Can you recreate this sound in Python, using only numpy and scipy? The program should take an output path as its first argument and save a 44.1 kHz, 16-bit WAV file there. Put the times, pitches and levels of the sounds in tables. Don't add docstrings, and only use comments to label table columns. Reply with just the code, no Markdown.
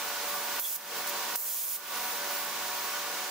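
import sys
import numpy as np
from scipy import signal
from scipy.fft import rfft, irfft, next_fast_len
from scipy.io import wavfile
from scipy.ndimage import uniform_filter1d, map_coordinates

SR = 44100
rng = np.random.default_rng(int(sys.argv[2]) if len(sys.argv) > 2 else 0)


def to_linear_factor(level_db):
    exponent = np.asarray(level_db, float) / 20
    return 10 ** exponent


def bounce(signal):
    frames = np.transpose(np.atleast_2d(signal))
    limited = np.clip(frames, -1, 1)
    pcm = np.round(limited * 32767).astype(np.int16)
    wavfile.write(sys.argv[1], SR, pcm)


N = 145530

# frequency in Hz, spectral level in dB.
ROAR_SPECTRUM = [(30, -44), (90, -30), (200, -16.5), (600, -7), (1050, -2), (2500, -4), (6500, -5.5),
                 (9500, -11)]
# centre in Hz, width in Hz, level in dB.
DUCT_MODES = [(119, 9.5, -35.5), (174.6, 20.4, -12), (237, 8.9, -12.5), (386, 42, -13), (447, 22, -3),
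              (478.5, 47, -5), (573, 11, -9), (733, 67, -3.5), (803, 48, -5.5), (880, 18, -1.5),
              (1100, 84, -2.5), (1167, 16, 2.5), (1473, 26, -0.5), (1538, 25, -1)]
BLADE_HZ = [289.3, 369.0, 960, 118.4, 221, 5280, 1184]
# list of levels in dB of harmonics 1, 2, .., left-right difference in dB.
BLADE_TONES = [
    ([-63.5, -51.5, -57, -74, -52, -55.5], 0.29),
    ([-62, -54, -53, -56.5, -62, -59], 2),
    ([-49.5], -0.28),
    ([-76.5], -0.8),
    ([-65], 1),
    ([-63.5], -1),
    ([-56], 0),
]
# start in seconds, level in dB.
KNOCKS = [
    (0.599, -64),
    (.76, -46),
    (1.03, -60),
    (1.357, -55),
    (1.76, -54),
    (1.934, -63.5),
]
# time in seconds, level in dB.
LEAK_LEVEL = [(0, -40.5), (.2, -42.5), (.3, -38), (.6, -38.5), (1.0, -40.5), (1.35, -40), (2.0, -38.5),
              (2.45, -38), (2.6, -41.5), (2.8, -39), (3.3, -44)]
# frequency in Hz, spectral level in dB.
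LEAK_SPECTRUM = [(2000, -90), (9000, 0.5), (12000, -0.5), (14000, 4), (15200, 12), (17000, -24)]
# start in seconds, length in seconds, air jet in dB,
# delay of the paint in seconds, paint over the air in dB.
PULLS = [
    (0.592, 0.17, -19.5, 0.027, -4.5),
    (1.062, 0.013, -38, .0, 12),
    (1.082, 0.013, -34, .0, 7),
    (1.354, 0.409, -19.5, 0.079, -4),
]
# stored pressure surge in dB, nozzle whistle over the paint in dB,
# broad spit as a share of the paint.
OPENINGS = [
    (-3, -7, .4),
    (0, -30, 0),
    (-2, -30, 0),
    (3, -13, 2.5),
]
# frequency in Hz, spectral level in dB.
AIR_SPECTRUM = [(300, -90), (4000, -19), (6500, -9), (8500, -9), (10500, -6), (13000, 0), (15600, 0.5),
                (21000, -6)]
# frequency in Hz, spectral level in dB.
PAINT_SPECTRUM = [(300, -61), (2400, -9.5), (4300, -7.5), (7000, -1.5), (9000, -1), (13000, 1),
                  (15800, 4.5), (19000, -20)]
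# centre in Hz, width in Hz.
WHISTLE_BAND = (3350, 260)
# frequency in Hz, correlation from -1 to 1.
FIELD_COHERENCE = [(40, .5), (130, 1), (640, 0.93), (1400, 0.96), (3100, 0.37), (6800, 0.18), (9500, -0.49),
                   (15000, -0.077)]
# frequency in Hz, correlation from -1 to 1.
GUN_COHERENCE = [(300, .95), (3100, 1), (4500, 0.75), (6800, 0.3), (9500, -0.097), (15000, 0.036)]
# frequency in Hz, left-right difference in dB.
PORT_BALANCE = [(60, -2), (240, 3), (950, 0.0), (3770, -2), (15000, -3)]
# frequency in Hz, weight in dB.
SENSE_WEIGHT = [(1000, -6), (8000, -3), (15500, -1), (20000, 3)]

ROAR_DB, DUCT_DB = -35.5, -47
BOOTH_T60_S, BOOTH_DB = 0.24, -9
KNOCK_HZ, KNOCK_T60_S = 238, 0.083
TICK_S, TICK_DB, TICK_HZ, TICK_LENGTH_S = 1.024, -26.5, 18300, 0.0027
OPEN_S, CLOSE_S, SURGE_S = 0.006, 0.011, 0.006
PAINT_RISE_S, WHISTLE_S, SAG_DB_PER_S = 0.036, 0.12, 1
LOAD_DB = -2.5
HOLD_DB, SENSE_S, RECOVER_DB_PER_S = -32, 0.0058, 63
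LAG_S, LAG_HZ = 3e-5, 4660
TOP_HZ = 15760


def unit(x):
    return x / np.sqrt(np.mean(x ** 2) + 1e-20)


def along(points, hz):
    f, v = np.transpose(points)
    return np.interp(np.log(hz + 1), np.log(f + 1), v)


def wobble(rate):
    knots = rng.standard_normal(int(N * rate / SR) + 4)
    return map_coordinates(knots, [np.arange(N) * rate / SR])


def filtered(x, response):
    m = next_fast_len(N + 8192)
    return irfft(rfft(x, m) * response(np.fft.rfftfreq(m, 1 / SR)), m)[..., :N]


def rush(gain, patchy_db, alike=FIELD_COHERENCE):
    z = signal.stft(rng.standard_normal((2, N)), nperseg=512)[2]
    field = uniform_filter1d(rng.standard_normal(z.shape[1:]), size=6, axis=0)
    field = uniform_filter1d(field, size=10, axis=1)
    pair = signal.istft(z * to_linear_factor(patchy_db * unit(field)), nperseg=512)[1][:, :N]

    def mid_side(hz):
        turn = np.arccos(np.clip(along(alike, hz), -1, 1)) / 2
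        return gain(hz) * [np.cos(turn), np.sin(turn)]

    mid, side = filtered(pair, mid_side)
    return unit(np.array([mid + side, mid - side]))


def shaped_rush(spectrum, patchy_db, alike=FIELD_COHERENCE):
    return rush(lambda f: to_linear_factor(along(spectrum, f)), patchy_db, alike)


def fan_airflow():
    def duct(f):
        return np.sqrt(sum(to_linear_factor(2 * db) / (1 + (2 * (f - c) / w) ** 2) ** 2 for c, w, db in DUCT_MODES))

    roar = to_linear_factor(ROAR_DB + 0.43 * wobble(9.37)) * shaped_rush(ROAR_SPECTRUM, 0.22)
    return roar + to_linear_factor(DUCT_DB + 1.5 * wobble(14)) * rush(duct, patchy_db=2.5)


def blade_tones():
    t = np.arange(N) / SR
    sides = np.array([[1], [-1]])
    out = np.zeros((2, N))
    for hz, (levels, pan_db) in zip(BLADE_HZ, BLADE_TONES):
        turn = 2 * np.pi * hz * t + 0.23 * wobble(5.086)
        for k, db in enumerate(levels, start=1):
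            skew = (rng.normal(0, 0.051) + 0.11 * wobble(6.3)) * sides
            level = np.sqrt(2) * to_linear_factor(db + 1.77 * wobble(6.9) + pan_db / 2 * sides)
            out += level * np.sin(k * turn + 6 * rng.random() + skew)
    return out


def booth(x):
    t = np.arange(SR // 3) / SR
    tail = rng.standard_normal((2, len(t))) * to_linear_factor(-60 * t / BOOTH_T60_S)
    return signal.fftconvolve(x, tail / np.linalg.norm(tail[0]), axes=1)[:, :N]


def knocks():
    t, out = np.arange(SR // 10) / SR, np.zeros(N + SR)
    for start, db in KNOCKS:
        hz = KNOCK_HZ * np.array([[.7], [1.0], [1.3]]) * to_linear_factor(rng.normal(0, 0.94, (3, 1)))
        envelope = to_linear_factor(db - 60 * t / KNOCK_T60_S) * (1 - np.exp(-t / .004))
        out[round(start * SR):][:len(t)] += envelope * np.sin(2 * np.pi * hz * t).sum(0)
    return out[:N]


def leak():
    level_db = np.interp(np.arange(N) / SR, *np.transpose(LEAK_LEVEL))
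    return to_linear_factor(level_db + .7 * wobble(12)) * shaped_rush(LEAK_SPECTRUM, .6)


def valve_tick():
    t = np.arange(N) / SR
    return to_linear_factor(TICK_DB) * np.exp(-((t - TICK_S) / TICK_LENGTH_S) ** 2) * np.sin(2 * np.pi * TICK_HZ * t)


def spray():
    t = np.arange(N) / SR
    air, paint, whistle = np.zeros((3, N))
    for (start, length, db, wait, paint_db), (surge_db, whistle_db, spit) in zip(PULLS, OPENINGS):
        u = np.maximum(t - start, 0)
        valve = np.clip(u / OPEN_S, 0, 1) ** 2 * np.clip(1 - (u - length) / CLOSE_S, 0, 1)
        flow = valve * to_linear_factor(db - SAG_DB_PER_S * np.minimum(u, 1))
        loaded = np.clip((u - wait) / PAINT_RISE_S, 0, 1)
        surge = np.exp(-np.maximum(u - OPEN_S, 0) / SURGE_S)
        air += flow * to_linear_factor(LOAD_DB * loaded + surge_db * surge)
        paint += flow * to_linear_factor(paint_db) * (loaded + spit * surge)
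        whistle += flow * to_linear_factor(paint_db + whistle_db) * loaded * np.exp(-u / WHISTLE_S)
    centre, width = WHISTLE_BAND
    jet = air * to_linear_factor(.7 * wobble(25)) * shaped_rush(AIR_SPECTRUM, .7, GUN_COHERENCE)
    mist = paint * to_linear_factor(1.4 * wobble(18)) * shaped_rush(PAINT_SPECTRUM, 0.3, GUN_COHERENCE)
    tone = whistle * rush(lambda f: 1 / (1 + (2 * (f - centre) / width) ** 2), 6.5, GUN_COHERENCE)
    return jet + mist + tone


def scene():
    direct = spray()
    background = fan_airflow() + blade_tones() + knocks()
    return direct + to_linear_factor(BOOTH_DB) * booth(direct) + leak() + valve_tick() + background


def low_pass(x):
    return signal.sosfilt(signal.butter(12, 16000, fs=SR, output="sos"), x)


def record(dry):
    half = np.array([[.5], [-.5]])

    def ports(f):
        lag = f / (1 + (f / LAG_HZ) ** 4) * LAG_S
        return to_linear_factor(half * along(PORT_BALANCE, f)) * np.exp(-2j * np.pi * lag * half)

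    x = filtered(dry, ports)
    pole = np.exp(-1 / (SENSE_S * SR))
    weighted = filtered(x, lambda f: to_linear_factor(along(SENSE_WEIGHT, f)))
    power = signal.lfilter([1 - pole], [1, -pole], np.mean(weighted ** 2, axis=0))
    need = np.minimum(HOLD_DB - 10 * np.log10(power + 1e-12), 0)
    ramp = RECOVER_DB_PER_S * np.arange(N) / SR
    gain_db = np.minimum.accumulate(need - ramp) + ramp
    mix = filtered(x * to_linear_factor(gain_db), lambda f: f < TOP_HZ)
    return low_pass(mix)


dry = scene()
out = record(dry)
bounce(out)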